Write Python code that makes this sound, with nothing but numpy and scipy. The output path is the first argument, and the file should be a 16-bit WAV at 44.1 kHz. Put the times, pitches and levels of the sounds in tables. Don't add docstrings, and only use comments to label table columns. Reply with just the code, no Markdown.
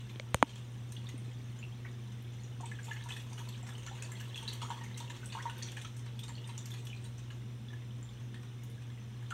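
import sys
import numpy as np
from scipy import signal
from scipy.fft import rfft, irfft, next_fast_len
from scipy.io import wavfile

SR = 44100
rng = np.random.default_rng(int(sys.argv[2]) if len(sys.argv) > 2 else 0)


def pcm_store(signal):
    levels = np.round(np.clip(np.atleast_2d(signal), -1, 1) * 32767)
    wavfile.write(sys.argv[1], SR, levels.astype(np.int16).T)


N = 411453

# order (multiple of the mains), level/dB rms, waver (0-1)
PUMP_HUM = [(1, -69.5, .2), (2, -44.5, 0.032), (4, -65.5, .6), (6, -70, 0.37)]
# f/Hz, width/Hz, level/dB rms
CABINET_MODES = [(57.4, 5.5, -65.5), (100, 8.6, -63), (198.5, 7.3, -63.5), (218.3, 6.7, -64.5),
                 (234.8, 3.4, -69.5), (254.3, 3.3, -70), (283, 17, -69), (397.4, 9.2, -74),
                 (464, 12.5, -73), (504, 3.2, -80.5), (3564, 41, -76.5), (3930, 36, -100), (5270, 300, -77),
                 (5960, 140, -75.5)]
# f/Hz, relative level/dB per Hz
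RUMBLE_COLOUR = [(22, -33), (38, -11), (55, -40), (72, -3.5), (95, -2.5), (130, 4), (155, -4.5),
                 (185, -8.5), (270, -13.5), (350, -9.5), (420, -16.5), (560, -21), (800, -25.5),
                 (1400, -43.5)]
# f/Hz, relative level/dB per Hz
HISS_COLOUR = [(400, -4), (800, 5), (1400, 2.5), (2400, 1), (3400, 2.5), (4000, -4), (4750, -16),
               (6000, -37), (7000, -5.5), (7800, -19), (8800, -5), (10300, -33), (11500, -16.5),
               (15500, -30)]
# f/Hz, relative level/dB per Hz
HOOD_COLOUR = [(200, -32.5), (310, -5.5), (380, 0), (420, -12), (480, 0), (510, -2), (570, -14.5),
               (900, -22), (2000, -59)]
# f/Hz, t60/s
ROOM_DECAY = [(300, 0.28), (1000, 0.28), (3000, 0.26), (7000, 0.32), (14000, 0.19)]
# t/s, level/dB (before a common trim), f/Hz
BUMP_EVENTS = [(0.979, -43, 260), (1.142, -36.5, 254), (1.217, -45.5, 315), (1.28, -44, 270),
               (1.397, -46, 282)]
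# t/s, snap peak level/dB, snap tilt/dB per octave, snap treble edge f/Hz,
# thud f/Hz, thud level/dB, thud t60/s, thud glide/octaves per s, ring f/Hz, ring level/dB, ring t60/s
CLICK_EVENTS = [(0.159, -38, 26, 3800, 330, -35, 0.015, -3, 1050, -55, 0.026),
                (0.198, -26.5, 19, 5470, 520, -33.5, 0.022, 32, 2270, -30, 0.011),
                (0.3447, -10.5, 8.5, 12900, 126, -12, 0.029, -70, 533, -17, 0.021),
                (0.4269, -3.5, 3, 12000, 250, -10.5, 0.031, 14, 900, -41, .07)]
# f/Hz, relative level/dB per Hz (before each click's tilt)
CASING_COLOUR = [(150, -7), (560, 6), (760, 5), (970, 7), (1800, -8.5), (2300, -10), (2600, -17),
                 (2770, -29), (2950, -15), (4400, -32), (5500, -46), (6500, -27.5), (7850, -44),
                 (8750, -28), (10400, -58), (11800, -45), (15500, -46)]
# t/s, level/dB (read relative to the highest)
WATER_FLOW = [(0.6, -60.5), (2.51, -62), (2.99, -57), (3.6, -59), (4.52, -55), (4.9, -58), (5.68, -55),
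              (6.01, -61), (6.26, -62), (6.399, -59.5), (6.74, -59), (7.46, -64), (9.28, -64)]
# f/Hz, relative level/dB per Hz
WATER_COLOUR = [(480, -1.5), (740, -9), (950, -2), (1400, -7.5), (1700, -2), (2350, -3), (3200, 3),
                (4350, -4.5), (5050, -14), (6100, -2), (7800, -9), (8800, -5.5), (10400, -22.5),
                (11500, -9), (13300, -18), (15500, -12)]
# t/s, level/dB (before the soft start), f/Hz (before wobble), glide/octaves per s
DISTINCT_BUBBLES = [(0.921, -38, 8870, 0), (0.965, -41, 2880, 0), (0.967, -39.5, 3380, 13),
                    (1.069, -39, 3600, 7), (1.089, -44.5, 1960, 1), (1.179, -40, 8800, 0),
                    (1.59, -42, 7100, 0), (1.628, -38.5, 2660, 9), (1.638, -40.5, 2860, 9),
                    (1.849, -42, 1910, 6), (1.862, -44.5, 2230, 4), (2.323, -56, 7000, -2),
                    (2.406, -52, 9150, 0), (2.435, -42, 6850, -8), (2.443, -44, 6000, 0),
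                    (2.601, -45, 1066, -1), (2.606, -44, 740, 6.5), (2.633, -41.5, 877, 14),
                    (2.657, -33.5, 8100, 0), (2.717, -40, 1760, 4), (2.789, -41, 1654, -2),
                    (2.832, -38, 7020, 0), (2.882, -42.5, 910, -1), (2.888, -44, 3400, 2),
                    (2.91, -38, 2880, -2), (2.913, -32.5, 1716, 3.5), (2.931, -42, 7150, 0),
                    (2.966, -46, 1770, 0), (2.967, -45, 2060, 0), (2.988, -48, 2960, 2),
                    (3.009, -44.5, 1750, 0), (3.011, -46, 3500, -2), (3.06, -45.5, 960, -2),
                    (3.105, -38, 2570, 0), (3.104, -46, 2000, 0), (3.106, -37, 2910, 5),
                    (3.121, -33.5, 3420, 3), (3.122, -46, 3870, 0), (3.139, -43, 3400, 0),
                    (3.165, -41, 1820, 1), (3.2, -45, 2885, 0), (3.218, -51, 2570, 3), (3.31, -55, 696, 14),
                    (3.323, -49.5, 900, 8), (3.378, -42, 2900, 0), (3.4, -42, 3260, 3),
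                    (3.402, -48, 940, 5), (3.414, -47, 1005, 3), (3.472, -46.5, 990, 6),
                    (3.486, -41, 4340, 0), (3.525, -47, 3500, 3), (3.539, -44, 3300, 4),
                    (3.558, -48, 3850, 3), (3.629, -40, 7360, 0), (3.632, -48.5, 773, 1),
                    (3.689, -47, 1680, 2), (3.724, -52, 1320, 8), (3.752, -39.5, 2970, 1),
                    (3.796, -45, 3070, 2), (3.865, -34.5, 7000, 0), (3.873, -46, 2885, 0),
                    (3.873, -45, 1380, 3), (3.874, -38, 5960, 0), (3.882, -44, 1820, 2),
                    (3.912, -45.5, 787, 11), (3.93, -53, 900, 8), (3.948, -53, 936, 1),
                    (3.985, -51, 1530, 4), (4.022, -38.5, 2540, 6), (4.047, -44, 4400, 6),
                    (4.09, -49, 1005, 8), (4.118, -49, 1930, 0), (4.119, -35, 7150, 0),
                    (4.138, -49, 1970, -2), (4.198, -39.5, 2930, 0), (4.209, -45, 1640, 6),
                    (4.226, -51, 1990, 3), (4.255, -46, 2870, 0), (4.314, -49, 2720, 1),
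                    (4.345, -33.5, 3370, -1), (4.358, -34.5, 2790, -3), (4.377, -30.5, 3270, -5),
                    (4.417, -45, 3100, 0), (4.425, -48.5, 904, -1), (4.477, -40, 2825, 0),
                    (4.478, -28, 4110, -3), (4.484, -32, 4380, 7), (4.503, -40, 3530, -2),
                    (4.504, -39, 4300, 0), (4.528, -43, 2950, 2), (4.532, -41, 8150, 0),
                    (4.616, -40, 2825, 2), (4.617, -41, 1270, -1), (4.62, -41.5, 1035, 7),
                    (4.629, -39.5, 860, 13), (4.648, -40, 1180, 6), (4.688, -47, 896, 0),
                    (4.696, -39, 7235, 0), (4.703, -30, 970, -3.5), (4.704, -47, 1230, -1),
                    (4.721, -45, 3470, 0), (4.744, -44, 3320, 2), (4.779, -47, 1070, 2),
                    (4.808, -48, 1870, 4), (4.812, -44.5, 870, 8), (4.819, -48, 3050, 0),
                    (4.862, -44, 2060, 4), (4.913, -47, 1940, -2), (4.944, -42, 3830, -3),
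                    (4.964, -47, 2070, 0), (5.002, -40, 3530, 0), (5.005, -42, 954, 0), (5.04, -48, 965, 0),
                    (5.078, -46, 2800, 3), (5.101, -48, 980, -3), (5.108, -42, 3700, 2),
                    (5.231, -44.5, 1485, -3), (5.258, -32.5, 7950, 0), (5.262, -37, 9040, 0),
                    (5.301, -43, 3790, 0), (5.323, -39, 4340, 2), (5.351, -33, 965, -7.5),
                    (5.354, -43, 2970, -2), (5.369, -35, 950, 23), (5.381, -40, 1200, 26),
                    (5.391, -40, 1480, 24), (5.4, -42, 1740, 20), (5.408, -44, 1960, 10),
                    (5.455, -31.5, 946, -1.5), (5.466, -42, 1930, 0), (5.496, -41, 1480, 0),
                    (5.497, -36.5, 2910, -1), (5.498, -41, 3400, -2), (5.559, -51, 1550, 0),
                    (5.573, -53, 1515, 0), (5.617, -46, 1810, 0), (5.624, -36.5, 3470, -2),
                    (5.625, -32, 4440, -2), (5.632, -29.5, 5930, 2), (5.687, -38, 3340, 7),
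                    (5.766, -42, 2470, 4), (5.768, -43, 8270, 0), (5.771, -37, 1700, -1),
                    (5.776, -43, 2900, 2), (5.847, -43, 1256, 0), (5.848, -40, 3230, 0),
                    (6.192, -35, 3430, 1), (6.233, -36, 3500, 7), (6.237, -49, 6100, 0),
                    (6.281, -45, 4260, 0), (6.292, -36.5, 7760, 3), (6.293, -47, 966, -2),
                    (6.353, -40.5, 4400, 1), (6.38, -41, 2860, 4), (6.442, -43, 2890, -2),
                    (6.445, -42, 3530, 0), (6.475, -37, 8530, 0), (6.49, -46, 950, -1),
                    (6.578, -36, 6760, 0), (6.579, -34.5, 7030, 0), (6.589, -40.5, 3530, -2),
                    (6.656, -39.5, 7190, 0), (6.717, -36.5, 3500, 0), (6.869, -40, 3460, 1),
                    (6.869, -42, 2990, 0), (6.901, -41, 2900, 13), (6.93, -37.5, 2450, 8),
                    (7.042, -40, 8790, 0), (7.054, -44, 3920, 0), (7.303, -43, 2900, 4),
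                    (7.304, -48, 1660, 1), (7.685, -41, 3450, 2), (7.703, -52, 1780, 3),
                    (7.82, -53, 2040, 4), (8.029, -39, 7040, 0), (8.09, -48, 3500, 6),
                    (8.343, -47, 1770, -1), (8.362, -49, 1830, 0), (8.435, -57, 1440, 3),
                    (8.78, -53.5, 1700, 0), (8.975, -53, 2000, 0), (9.225, -50.5, 1694, 4),
                    (9.305, -43, 2760, 2), (9.31, -35.5, 1430, 0), (9.321, -32.5, 1420, 0)]
# f/Hz, relative level/dB
FAINT_BUBBLE_LEVEL = [(750, -32), (950, -11), (1350, -15.5), (1750, -5.5), (2300, -8.5), (3300, 0),
                      (4000, -9)]
# t/s, plop level/dB, tick level/dB, spray level/dB, fizz level/dB, decay time/s
DISTINCT_DROPS = [(0.094, -63, -55.5, -65, -73, 0.0095), (0.355, -65, -64, -57, -75.5, 0.0037),
                  (0.493, -71, -55, -62.0, -83.5, 0.0098), (0.556, -63, -56, -60, -75.0, 0.002),
                  (0.921, -66, -61.5, -56, -63, 0.0015), (1.088, -63, -55, -56, -66, 0.0032),
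                  (1.85, -53.5, -71, -80, -82, 0.0044), (2.221, -76, -79, -85, -67, 0.002),
                  (2.607, -65, -64, -56.5, -81, 0.0035), (2.658, -71, -53.5, -60, -78, 0.0025),
                  (2.714, -53, -70, -60.5, -81.0, 0.0017), (2.79, -58, -76, -70, -87.0, 0.022),
                  (2.842, -67.5, -60, -54.5, -67, 0.009), (2.911, -57, -58, -60, -73.5, 0.0095),
                  (2.932, -65, -63, -60, -67, 0.0018), (2.962, -54, -56.0, -77, -82.5, 0.002),
                  (3.037, -64.0, -69, -57, -70, 0.0033), (3.086, -53.0, -53, -54, -68.0, 0.009),
                  (3.105, -52.5, -59, -58, -68.0, 0.016), (3.163, -59, -51.5, -55.5, -68.5, 0.007),
                  (3.196, -63.5, -55.5, -60, -75.5, 0.01), (3.219, -70, -68, -70, -68, 0.002),
                  (3.296, -73, -76, -64, -78, 0.014), (3.33, -58, -71, -54, -83.0, 0.0021),
                  (3.379, -53.5, -57, -57, -67, 0.017), (3.488, -63, -55.5, -56, -61, 0.0016),
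                  (3.541, -71, -56, -73.5, -77.5, 0.003), (3.576, -60, -68.0, -64, -82, 0.002),
                  (3.665, -55, -59, -57.5, -73.5, 0.013), (3.69, -53.5, -61, -59, -69.0, 0.0033),
                  (3.78, -61, -60, -59, -76.5, 0.002), (3.864, -54, -53, -56, -73, 0.0011),
                  (3.95, -61, -59, -62, -78, 0.013), (3.983, -59, -68.5, -73.0, -81.5, 0.003),
                  (4.023, -56, -61, -47, -65.5, 0.002), (4.117, -54, -68.5, -57.5, -63, 0.0022),
                  (4.2, -59, -61, -55, -62, 0.006), (4.279, -79, -74, -75, -70, 0.002),
                  (4.357, -73, -67, -55, -68, 0.012), (4.378, -76, -60, -58, -72, 0.002),
                  (4.426, -62, -54, -55.5, -79.5, 0.0045), (4.478, -54.5, -51, -53, -67, 0.0077),
                  (4.531, -70, -63, -54, -58, 0.003), (4.616, -57, -47, -52, -69, 0.02),
                  (4.702, -50, -50.5, -57, -71, 0.014), (4.788, -59, -68.0, -78, -78, 0.002),
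                  (4.835, -53, -61, -55.5, -72.0, 0.0076), (4.909, -63, -71, -73.0, -85.0, 0.002),
                  (4.973, -58, -52, -48, -63, 0.0055), (5.001, -58, -56, -53.5, -66.5, 0.0016),
                  (5.097, -51.5, -51, -54, -73, 0.0074), (5.164, -61, -57, -61, -78.5, 0.002),
                  (5.233, -66, -69.0, -71, -76, 0.014), (5.258, -69, -75, -57, -67.5, 0.0026),
                  (5.321, -53.5, -48.5, -58, -79, 0.022), (5.423, -59, -57, -53, -75.5, 0.0033),
                  (5.469, -53, -69, -81, -85, 0.0095), (5.497, -54, -57, -57.5, -72.5, 0.002),
                  (5.578, -61, -62, -67, -60, 0.003), (5.623, -63, -52, -49.5, -75, 0.0032),
                  (5.717, -71, -57, -56.0, -66.0, 0.0018), (5.768, -53, -52.5, -58, -73.0, 0.002),
                  (5.814, -60, -53, -54.5, -70.0, 0.005), (5.848, -57, -52, -55, -77, 0.0016),
                  (5.965, -70, -69, -58, -66, 0.0041), (5.992, -67.0, -64.5, -60.5, -75, 0.002),
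                  (6.061, -57.5, -62, -65, -86.0, 0.0019), (6.191, -68, -57, -56.5, -63, 0.002),
                  (6.235, -59, -57, -53.5, -68, 0.0039), (6.28, -57, -59, -57, -70.5, 0.004),
                  (6.293, -55.5, -67, -68, -75.5, 0.0029), (6.476, -62, -67, -59, -73, 0.005),
                  (6.491, -58, -53.5, -65, -77, 0.0076), (6.578, -63, -60, -49, -68.5, 0.0017),
                  (6.657, -62, -59, -52, -60, 0.002), (6.704, -62, -63, -59, -62, 0.0048),
                  (6.738, -54, -53.5, -57, -65, 0.002), (6.783, -68, -59.5, -62, -81, 0.014),
                  (6.85, -76, -78, -61, -63, 0.0042), (6.869, -65, -65, -56, -72, 0.0026),
                  (6.962, -72, -58, -67, -85.0, 0.002), (7.042, -73.0, -62, -61, -73, 0.0093),
                  (7.18, -70, -75, -59, -88.0, 0.0032), (7.305, -58, -65, -66, -79, 0.013),
                  (7.73, -54, -65, -69, -78.0, 0.0065), (8.342, -61, -58, -66, -81.0, 0.0027),
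                  (8.43, -60, -65.5, -67, -76, 0.002), (8.634, -76, -73, -62.5, -63, 0.002),
                  (8.698, -75.0, -66, -80, -67, 0.002), (9.225, -69, -68, -71.5, -75, 0.003),
                  (9.304, -54, -54, -54, -69, 0.0035)]
# low f/Hz, high f/Hz, lingering spatter level/dB, froth level/dB, share of the drop's decay time
SPLASH_PARTS = [(750, 2364, -27, -1, 0.72), (2325, 4860, -3, 6.5, 1.05), (4900, 9800, -34, -5, 1.12),
                (9560, 14000, -19, -6, 2.4)]

MAINS_HZ, EDGE_HZ = 59.98, 15850
RUMBLE_DB, HISS_DB = -56, -64
RING_CYCLES, SHED_CYCLES, SURFACE_DAMPING_HZ = 72.3, 29, 280
SPLASH_COLOUR_DB, SPLASH_COLOUR_OCTAVES = 5.5, .16


def gain_of(db):
    return 10 ** (np.asarray(db) / 20)


def evened(x):
    return x / np.sqrt(np.mean(x ** 2) + 1e-20)


def read(points, hz):
    f, value = np.transpose(points)
    return np.interp(np.log(hz + 1), np.log(f + 1), value)


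def add(mix, s, sound):
    part = mix[max(round(s * SR), 0):][:len(sound)]
    part += sound[:len(part)]


def seconds(length):
    return np.arange(int(length * SR)) / SR


def impulse(length):
    return 1. * (seconds(length) == 0)


def coloured(x, spectrum, band=(0, SR)):
    hz = abs(np.fft.fftfreq(4096, 1 / SR)) + 1
    gain = gain_of(read(spectrum, hz)) / (1 + (band[0] / hz) ** 10) / (1 + (hz / band[1]) ** 10)
    log_gain = np.log(np.maximum(gain, 1e-5))
    taps = np.fft.ifft(np.exp(np.conj(signal.hilbert(log_gain)))).real
    return signal.fftconvolve(x, taps)[:len(x)]


def ring(t, hz, t60, onset, rise=0):
    turns = np.cumsum(hz * 2 ** np.minimum(rise * t, 1)) / SR
    decay = np.exp(-np.log(1000) * t / t60)
    return np.sin(2 * np.pi * turns) * decay * (1 - np.exp(-t / onset))


def slow_sway(hz):
    return np.interp(np.arange(N) / SR * hz, np.arange(400), rng.standard_normal(400))


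def flow_db(s):
    at, db = np.transpose(WATER_FLOW)
    return np.interp(s, at, db - db.max())


def flow_times(chance, crowding):
    s = np.linspace(0, N / SR, 1000)
    passed = np.cumsum(gain_of(crowding * flow_db(s)))
    return np.interp(chance, passed / passed[-1], s)


def echoes(early_db=-7, early_t60=0.06, tail_db=-5, build=0.0037):
    t = seconds(.5)
    signs = rng.choice([-1., 1.], (2, len(t)))
    sparse = rng.random((2, len(t))) < .06
    early, late = signs * sparse * (t > .002)
    early = early * np.exp(-np.log(1000) * t / early_t60)
    hz, at, bins = signal.stft(late * (1 - np.exp(-t / build)), SR, nperseg=256)
    decay = np.exp(-np.log(1000) * at / read(ROOM_DECAY, hz)[:, None])
    late = signal.istft(bins * decay, SR, nperseg=256)[1][:len(t)]
    return gain_of(early_db) * early / np.linalg.norm(early) + gain_of(tail_db) * late / np.linalg.norm(late)


def room(x, wander_per_s=5, count=4):
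    turn = np.arange(N) / SR * wander_per_s
    shares = [np.maximum(np.cos(2 * np.pi * (turn + k / count)), 0) for k in range(count)]
    shares = np.array(shares)
    shares /= np.linalg.norm(shares, axis=0)
    return x + sum(signal.oaconvolve(x * share, echoes())[:N] for share in shares)


def pump_hum(waver_hz=8):
    t = np.arange(N) / SR
    hum = 0
    for order, db, waver in PUMP_HUM:
        sway = evened(slow_sway(waver_hz) + 1j * slow_sway(waver_hz))
        carrier = np.exp(2j * np.pi * (round(order) * MAINS_HZ * t + rng.random()))
        line = carrier * (1 + waver * sway)
        hum = hum + gain_of(db) * evened(line.real)
    return hum


def cabinet():
    hz = np.fft.rfftfreq(N, 1 / SR)
    power = 0
    for centre, width, db in CABINET_MODES:
        peak = 1 / (1 + ((hz - centre) / width) ** 2) ** 2
        power = power + gain_of(db) ** 2 * peak / peak.sum()
    noise = irfft(rfft(rng.standard_normal(N)) * np.sqrt(power), N)
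    return np.sqrt(power.sum()) * evened(noise)


def pump():
    rumble = coloured(rng.standard_normal(N), RUMBLE_COLOUR, (32, SR))
    return pump_hum() + cabinet() + gain_of(RUMBLE_DB) * evened(rumble)


def hiss():
    return gain_of(HISS_DB) * evened(coloured(rng.standard_normal(N), HISS_COLOUR))


def slosh(level_db=-66, follow=1.6):
    air = evened(coloured(rng.standard_normal(N), HOOD_COLOUR))
    return air * gain_of(level_db + follow * flow_db(np.arange(N) / SR))


def bumps(level_db=6.5, t60=0.025, onset=0.0012):
    t, out = seconds(.1), np.zeros(N)
    for s, db, hz in BUMP_EVENTS:
        add(out, s, gain_of(db + level_db) * ring(t, hz, t60, onset))
    return out


def clicks(thud_onset=0.00075, low_cut_hz=60, pivot_hz=1000):
    t, out = seconds(.1), np.zeros(N)
    for (s, db, tilt_db, edge_hz, thud_hz, thud_db, thud_t60, thud_glide,
         ring_hz, ring_db, ring_t60) in CLICK_EVENTS:
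        casing = [(hz, mode_db + tilt_db * np.log2(hz / pivot_hz)) for hz, mode_db in CASING_COLOUR]
        snap = coloured(impulse(.1), casing, (0, edge_hz))
        add(out, s, gain_of(db) * snap / abs(snap).max())
        add(out, s, gain_of(thud_db) * ring(t, thud_hz, thud_t60, thud_onset, thud_glide))
        add(out, s, gain_of(ring_db) * ring(t, ring_hz, ring_t60, thud_onset))
    low_cut = signal.butter(2, low_cut_hz, "high", fs=SR, output="sos")
    return signal.sosfilt(low_cut, out)


def tiny_bubble(hz, rise, t60_at_1khz=0.032, shortening=0.5):
    t60 = t60_at_1khz / (hz / 1000) ** shortening
    return gain_of(read(WATER_COLOUR, hz)) * ring(seconds(.04), hz, t60, 1 / hz, rise)


def trickle(level_db=-60, per_s=1300, spread_db=4, rise=3, follow=1.04, treble=0.18, spray_db=-6, count=120):
    out = np.zeros(N)
    for hz in np.geomspace(450, 10000, count):
        grain = tiny_bubble(hz, rise * rng.uniform(0, 2.8)) * hz ** treble
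        when, chance = rng.random((200, 2))[:round(per_s * N / SR / count)].T
        strengths = gain_of(spread_db * np.minimum(-np.log(chance), 4))
        for s, strength in zip(when * N / SR, strengths):
            add(out, s, strength * grain)
    spray = gain_of(spray_db) * evened(coloured(rng.standard_normal(N), WATER_COLOUR))
    return (evened(out) + spray) * gain_of(level_db + follow * flow_db(np.arange(N) / SR))


def faint_bubbles(level_db=-47.5, spread_db=5, low_hz=850, high_hz=3900, rise=11, crowding=3.2,
                  follow=0.26, count=420):
    when, pitch, weakness, climb = rng.random((count, 4)).T
    s = flow_times((np.arange(count) + when) / count, crowding)
    hz = low_hz * (high_hz / low_hz) ** pitch
    db = level_db + follow * flow_db(s) + read(FAINT_BUBBLE_LEVEL, hz) - spread_db * weakness
    return list(zip(s, db, hz, rise * climb))


def bubbles(level_db=0.0, onset=0.00044, wobble=0.026, wobble_hz=200, shed_db=-13, shed_octaves=0.565,
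            shed_s=.012, count=4):
    t, out = seconds(.12), np.zeros(N)
    for s, db, hz, rise in DISTINCT_BUBBLES + faint_bubbles():
        sway = np.interp(t * wobble_hz, np.arange(100), rng.standard_normal(100))
        t60 = RING_CYCLES / (hz + SURFACE_DAMPING_HZ)
        bubble = ring(t, hz * (1 + wobble * sway), t60, onset, rise)
        add(out, s, gain_of(db + level_db) * bubble)
        for size, delay in rng.random((count, 2)):
            shed_hz = hz * 2 ** (shed_octaves * size)
            shed = ring(seconds(.04), shed_hz, SHED_CYCLES / shed_hz, onset, rise)
            add(out, s + shed_s * delay, gain_of(db + shed_db) * shed)
    return out


def scattered_drops(level_db=(-62, -60, -64, -79), spread_db=3, decay=.007, crowding=2.4, follow=0.84, count=45):
    times = flow_times((np.arange(count) + rng.random(count)) / count, crowding)
    colour = 2 * rng.random((count, len(level_db))) - 0.5
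    rows = []
    for s, part in zip(times, colour):
        part_db = np.array(level_db) + follow * flow_db(s) + spread_db * part
        rows.append((s, *part_db, decay))
    return rows


def recoloured(x):
    size = next_fast_len(len(x) + 256)
    place = np.log2(1 + np.arange(size // 2 + 1)) / SPLASH_COLOUR_OCTAVES
    departure = rng.uniform(-1, 1, 100) * np.sqrt(3) * SPLASH_COLOUR_DB
    db = np.interp(place, np.arange(100), departure)
    return irfft(rfft(x, size) * gain_of(db), size)[:len(x)]


def drops(level_db=-2.0, soft_start=.6, spatter=0.016, grain_db=3, scatter=.009, rise=3, count=20):
    t, out = seconds(0.12), np.zeros(N)
    attack = round(.015 * SR)
    falling = list(DISTINCT_DROPS) + scattered_drops()
    for k, (low, high, spatter_db, froth_db, share) in enumerate(SPLASH_PARTS):
        colour = coloured(impulse(.02), WATER_COLOUR, (low, high))
        sizes = [tiny_bubble(hz, rise) for hz in np.geomspace(low, high, 40)]
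        for s, *part_db, decay in falling:
            age = t / (decay * share)
            fall = np.exp(-age) + gain_of(spatter_db) * np.exp(-t / spatter)
            shape = fall * (1 - np.exp(-age / soft_start))
            noise, grain = rng.standard_normal((2, len(t)))
            crackle = signal.fftconvolve(shape * noise * gain_of(grain_db * grain), colour)[:len(t)]
            froth = np.zeros(len(t))
            for size, early, strength in rng.random((count, 3)):
                bubble = sizes[int(size * len(sizes))]
                add(froth, -scatter * np.log(early), strength * np.sqrt(early) * bubble)
            splash = evened(recoloured(crackle)) + gain_of(froth_db) * evened(froth)
            add(out, s, gain_of(level_db + part_db[k]) * splash / splash[:attack].std())
    return out


def scene():
    background = pump() + hiss() + slosh()
    knocks = bumps() + clicks()
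    surface = room(trickle() + bubbles() + drops())
    return (background + knocks + surface)[None]


def record(dry, threshold_db=-32, share=0.59, recovery_db=130, attack=0.003, split_hz=350):
    pole = np.exp(-1 / (attack * SR))
    power = signal.lfilter([1 - pole], [1, -pole], dry[0] ** 2)
    power_db = 10 * np.log10(power + 1e-12)
    fall = np.arange(N) * recovery_db / SR
    held_db = np.maximum.accumulate(power_db + fall) - fall
    over_db = np.maximum(held_db - threshold_db, 0)
    duck_db = share * signal.lfilter([1 - pole], [1, -pole], over_db)
    bass = signal.sosfiltfilt(signal.butter(2, split_hz, fs=SR, output="sos"), dry)
    ducked = dry - bass + bass / gain_of(duck_db)
    low_pass = signal.firwin(511, EDGE_HZ, window=("kaiser", 9), fs=SR)
    return signal.oaconvolve(ducked, low_pass[None], "same")


dry = scene()
out = record(dry)
pcm_store(out)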